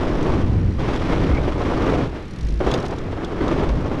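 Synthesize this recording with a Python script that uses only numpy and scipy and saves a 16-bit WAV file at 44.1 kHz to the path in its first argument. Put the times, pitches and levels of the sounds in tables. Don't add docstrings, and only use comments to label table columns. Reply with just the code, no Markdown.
import sys
import numpy as np
from scipy.fft import rfft, irfft, next_fast_len
from scipy.io import wavfile
from scipy.ndimage import uniform_filter1d, map_coordinates

SR = 44100
rng = np.random.default_rng(int(sys.argv[2]) if len(sys.argv) > 2 else 0)


def file_out(sig):
    cols = np.atleast_2d(sig).T
    lim = np.clip(cols, -1, 1)
    pcm = np.round(lim * 32767).astype(np.int16)
    wavfile.write(sys.argv[1], SR, pcm)


N = 176400


def amp(db):
    return 10 ** (np.asarray(db) / 20)


def unit(x):
    return x / np.sqrt(np.mean(x ** 2) + 1e-20)


def curve(rows):
    return np.interp(np.arange(N) / SR, *np.transpose(rows))


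def wobble(per_s):
    return map_coordinates(rng.standard_normal(4096), [np.arange(N) * per_s / SR], mode="wrap")


def coloured(x, eq):
    size = next_fast_len(N + SR // 4, True) // 2 * 2
    hz, db = np.transpose(eq)
    gain = amp(np.interp(np.log(np.fft.rfftfreq(size, 1 / SR) + 1), np.log(hz), db))
    cepstrum = irfft(np.log(unit(gain)), size)
    cepstrum[1:size // 2] *= 2
    cepstrum[size // 2 + 1:] = 0
    return irfft(rfft(x, size) * np.exp(rfft(cepstrum)), size)[:N]


def contacts(per_s, spread_db):
    impulses = (rng.random(N) < per_s / SR) * rng.choice([-1, 1], N)
    return unit(impulses * amp(spread_db * rng.standard_normal(N)))


def steady(x, samples):
    power = uniform_filter1d(uniform_filter1d(x ** 2, samples), samples)
    return x / np.sqrt(np.abs(power) + 1e-12)


def add(track, start, sound):
    part = track[max(0, round(start * SR)):][:len(sound)]
    part += sound[:len(part)]


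# time in seconds, level in dB.
ROLL_LEVEL = [(0, -24.5), (.34, -23.5), (.42, -26.5), (.45, -33), (.77, -45.5), (.795, -27.5), (.93, -27),
              (1.0, -29), (1.11, -23.5), (1.42, -28), (1.48, -25), (1.55, -28.5), (1.6, -26), (1.87, -20),
              (2.03, -24.5), (2.12, -37.5), (2.17, -30), (2.24, -41.5), (2.595, -54), (2.64, -27.5),
              (2.72, -20.5), (2.82, -28.5), (3.0, -34), (3.3, -30.5), (3.43, -24), (3.62, -23), (3.72, -29),
              (4, -27)]
# time in seconds, crunch trim in dB.
CRISPNESS = [(.3, -13), (.95, -8), (1.4, -12), (1.85, -13), (2.2, -11.5), (3.8, -14.5)]
# frequency in Hz, gain in dB.
DRUM_EQ = [(40, -17.5), (120, -10), (200, -11.5), (270, 1), (320, 0.5), (400, -2.5), (600, -7.5),
           (800, -12), (1200, -14), (1550, -22.5), (2500, -33), (15000, -105)]
# frequency in Hz, gain in dB.
CRUNCH_EQ = [(300, -13.5), (900, 6), (1500, 3.5), (2200, 1.5), (2650, -1), (3300, -2), (4200, -8.5),
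             (5600, -12), (7500, -22.5), (11800, -35), (15000, -63)]

def tyres():
    bumps_db = 1.4 * wobble(70)
    drum = steady(coloured(contacts(per_s=1600, spread_db=1), DRUM_EQ), samples=1000)
    crunch = unit(coloured(contacts(per_s=5400, spread_db=2.5), CRUNCH_EQ))
    crunch_db = curve(CRISPNESS) + .99 * wobble(120)
    return amp(curve(ROLL_LEVEL) + bumps_db) * (amp(1) * drum + amp(crunch_db) * crunch)


# start in seconds, strength in dB.
THUDS = [(0.778, -36), (0.883, -20.5), (1.122, -23), (1.248, -24), (1.305, -17.5), (1.375, -20),
         (1.475, -21), (1.606, -16.5), (1.733, -20.5), (1.87, -24), (2.604, -13), (2.664, -12),
         (2.755, -20), (2.838, -21.5), (2.92, -20.5), (3.169, -25.5), (3.227, -20.5), (3.407, -17),
         (3.51, -18.5), (3.631, -19.5), (3.913, -21)]
# frequency in Hz, gain in dB.
THUD_EQ = [(40, 0.5), (150, -12), (320, 9), (480, 3.5), (700, -1.5), (1000, -9), (1300, -7.5), (1700, -16),
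           (3000, -23), (6000, -39.5), (14000, -64.5)]

def wheel_thuds(attack_s=.004, t60=.1, kick_db=14, crumble_db=3):
    envelope, kicks = np.zeros((2, N))
    t = np.arange(SR // 4) / SR
    for start, db in THUDS:
        add(envelope, start, amp(db - 60 * t / t60) * (1 - np.exp(-t / attack_s)))
        kicks[round(start * SR)] = amp(db + kick_db)
    crumble = steady(coloured(contacts(per_s=4000, spread_db=2), THUD_EQ), samples=300)
    return amp(crumble_db) * envelope * crumble + coloured(kicks, THUD_EQ)


# start in seconds, length in seconds, level in dB, pitch in Hz.
SQUEAKS = [(1.1, .075, -36, 2170), (1.335, .035, -38, 2150), (1.368, .02, -29, 2250)]

def squeaks(slips_per_s=900, roughness=.055):
    out, t = np.zeros(N), np.arange(N) / SR
    for start, length, db, hz in SQUEAKS:
        cycles = np.cumsum(hz * (1 + roughness * wobble(slips_per_s))) / SR
        progress = np.clip((t - start) / length, 0, 1)
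        swell = np.sqrt(np.abs(np.sin(np.pi * progress)))
        out += swell * amp(db + 2 * wobble(slips_per_s / 2)) * np.sin(2 * np.pi * cycles)
    return out


# time in seconds, level in dB before the boost.
BUFFET_LEVEL = [(0, -26), (.42, -20.5), (.78, -24), (1.02, -26), (1.2, -22), (1.6, -26), (2.03, -25),
                (2.17, -35), (2.32, -35), (2.45, -27), (2.62, -31), (2.69, -27.5), (2.92, -31),
                (3.1, -28.5), (3.26, -34.5), (3.43, -26.5), (3.78, -25), (4, -30.5)]
# frequency in Hz, gain in dB.
BUFFET_EQ = [(20, 0), (60, 0), (170, -4.5), (240, -10), (400, -16.5), (800, -34.5), (2000, -51),
             (15000, -115)]

def headwind(boost_db=3):
    rumble = steady(coloured(rng.standard_normal(N), BUFFET_EQ), samples=3000)
    return amp(curve(BUFFET_LEVEL) + boost_db) * rumble


# start in seconds, length in seconds, level in dB, pitch in Hz.
FLUTTERS = [(0.429, .29, -19.5, 98), (1.2, 0.27, -19, 66), (2.406, 0.21, -18.5, 52.3),
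            (2.655, 0.059, -18, 44.8), (3.676, 0.104, -14, 50)]

def deep_flutters(pitch_spread=.146, fade_s=.025):
    out, t = np.zeros(N), np.arange(N) / SR
    for start, length, db, hz in FLUTTERS:
        cycles = np.cumsum(hz * (1 + pitch_spread * wobble(hz))) / SR
        swell = np.clip(np.minimum(t - start, start + length - t) / fade_s, 0, 1)
        out += swell * amp(db + 2 * wobble(36)) * np.sin(2 * np.pi * cycles)
    return out


# frequency in Hz, gain in dB.
CLICK_EQ = [(500, -12), (2000, -8), (3500, 7), (6000, 4.5), (8500, -8), (12000, -19.5), (15000, -26)]

def struck_metal(hits, modes, t60, attack_s, click_db, click_t60, ring_growth=0):
    ring, click = np.zeros((2, N))
    t = np.arange(SR // 12) / SR
    hz, mode_db = np.transpose(modes)[:, :, None]
    attack = 1 - np.exp(-t / attack_s)
    hardest_db = max(db for _, db in hits)
    for start, db in hits:
        scatter, detune, phase = rng.standard_normal((3, len(modes), 1))
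        decays = amp(mode_db + 2.5 * scatter - 60 * t / t60)
        partials = decays * np.sin(2 * np.pi * (hz * (1 + .016 * detune) * t + phase))
        add(ring, start, amp(db + ring_growth * (db - hardest_db)) * attack * partials.sum(0))
        burst = attack * rng.standard_normal(len(t))
        add(click, start, amp(db + click_db - 60 * t / click_t60) * burst)
    return ring + coloured(click, CLICK_EQ)


# time in seconds, ticks per second.
TICK_RATE = [(0, 48), (.6, 61), (.8, 72), (2.0, 42), (2.1, 44), (2.14, 37.5), (2.26, 35.7), (2.38, 39.5),
             (2.42, 50), (2.55, 59), (2.85, 36), (3.8, 56)]
# time in seconds, strength in dB.
TICK_STRENGTH = [(0, -36.5), (.55, -45), (2.08, -41), (2.14, -50), (2.24, -42), (2.44, -34.5), (2.55, -39),
                 (2.85, -31.5), (3.1, -55), (3.8, -43.5)]
# frequency in Hz, relative level in dB.
HUB_MODES = [(4120, -7.5), (4700, -11), (5620, -7), (9350, -19), (9870, -21)]

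def freewheel(anchor_s=2.2245):
    teeth = np.cumsum(curve(TICK_RATE)) / SR
    drops = np.flatnonzero(np.diff(np.floor(teeth - teeth[round(anchor_s * SR)])))
    tick_db = curve(TICK_STRENGTH)[drops] + 1.6 * rng.standard_normal(len(drops))
    ticks = list(zip(drops / SR, tick_db))
    return struck_metal(ticks, HUB_MODES, t60=.03, attack_s=.0026, click_db=-3, click_t60=.032)


# start in seconds, strength in dB.
SLAPS = [(.228, -35), (.961, -35), (2.714, -26.5), (2.739, -23.5), (2.862, -34), (2.985, -35.5),
         (3.246, -32), (3.48, -33.5), (3.69, -36)]
# frequency in Hz, relative level in dB.
CHAIN_MODES = [(2724, -6), (3208, -5), (3505, 2), (3801, -3), (4883, -8), (6304, -10)]

def chain():
    return struck_metal(SLAPS, CHAIN_MODES, t60=.036, attack_s=.0005,
                        click_db=-1, click_t60=.024, ring_growth=.45)


# frequency in Hz, gain in dB.
AIR_EQ = [(60, -18), (300, 4), (900, -1), (1900, 1), (3000, -5), (5500, -15.5), (7500, -23), (11000, -31),
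          (15000, -54)]

def tread_air(level_db=-46):
    return amp(level_db + .38 * wobble(23)) * unit(coloured(rng.standard_normal(N), AIR_EQ))


def scene():
    ground = tyres() + squeaks() + wheel_thuds()
    return (ground + headwind() + deep_flutters() + tread_air() + freewheel() + chain())[None]


def record(dry, cutoff_hz=15300):
    size = next_fast_len(N + SR // 2)
    passband = np.fft.rfftfreq(size, 1 / SR) < cutoff_hz
    return irfft(rfft(dry, size) * passband, size)[:, :N]


dry = scene()
out = record(dry)
file_out(out)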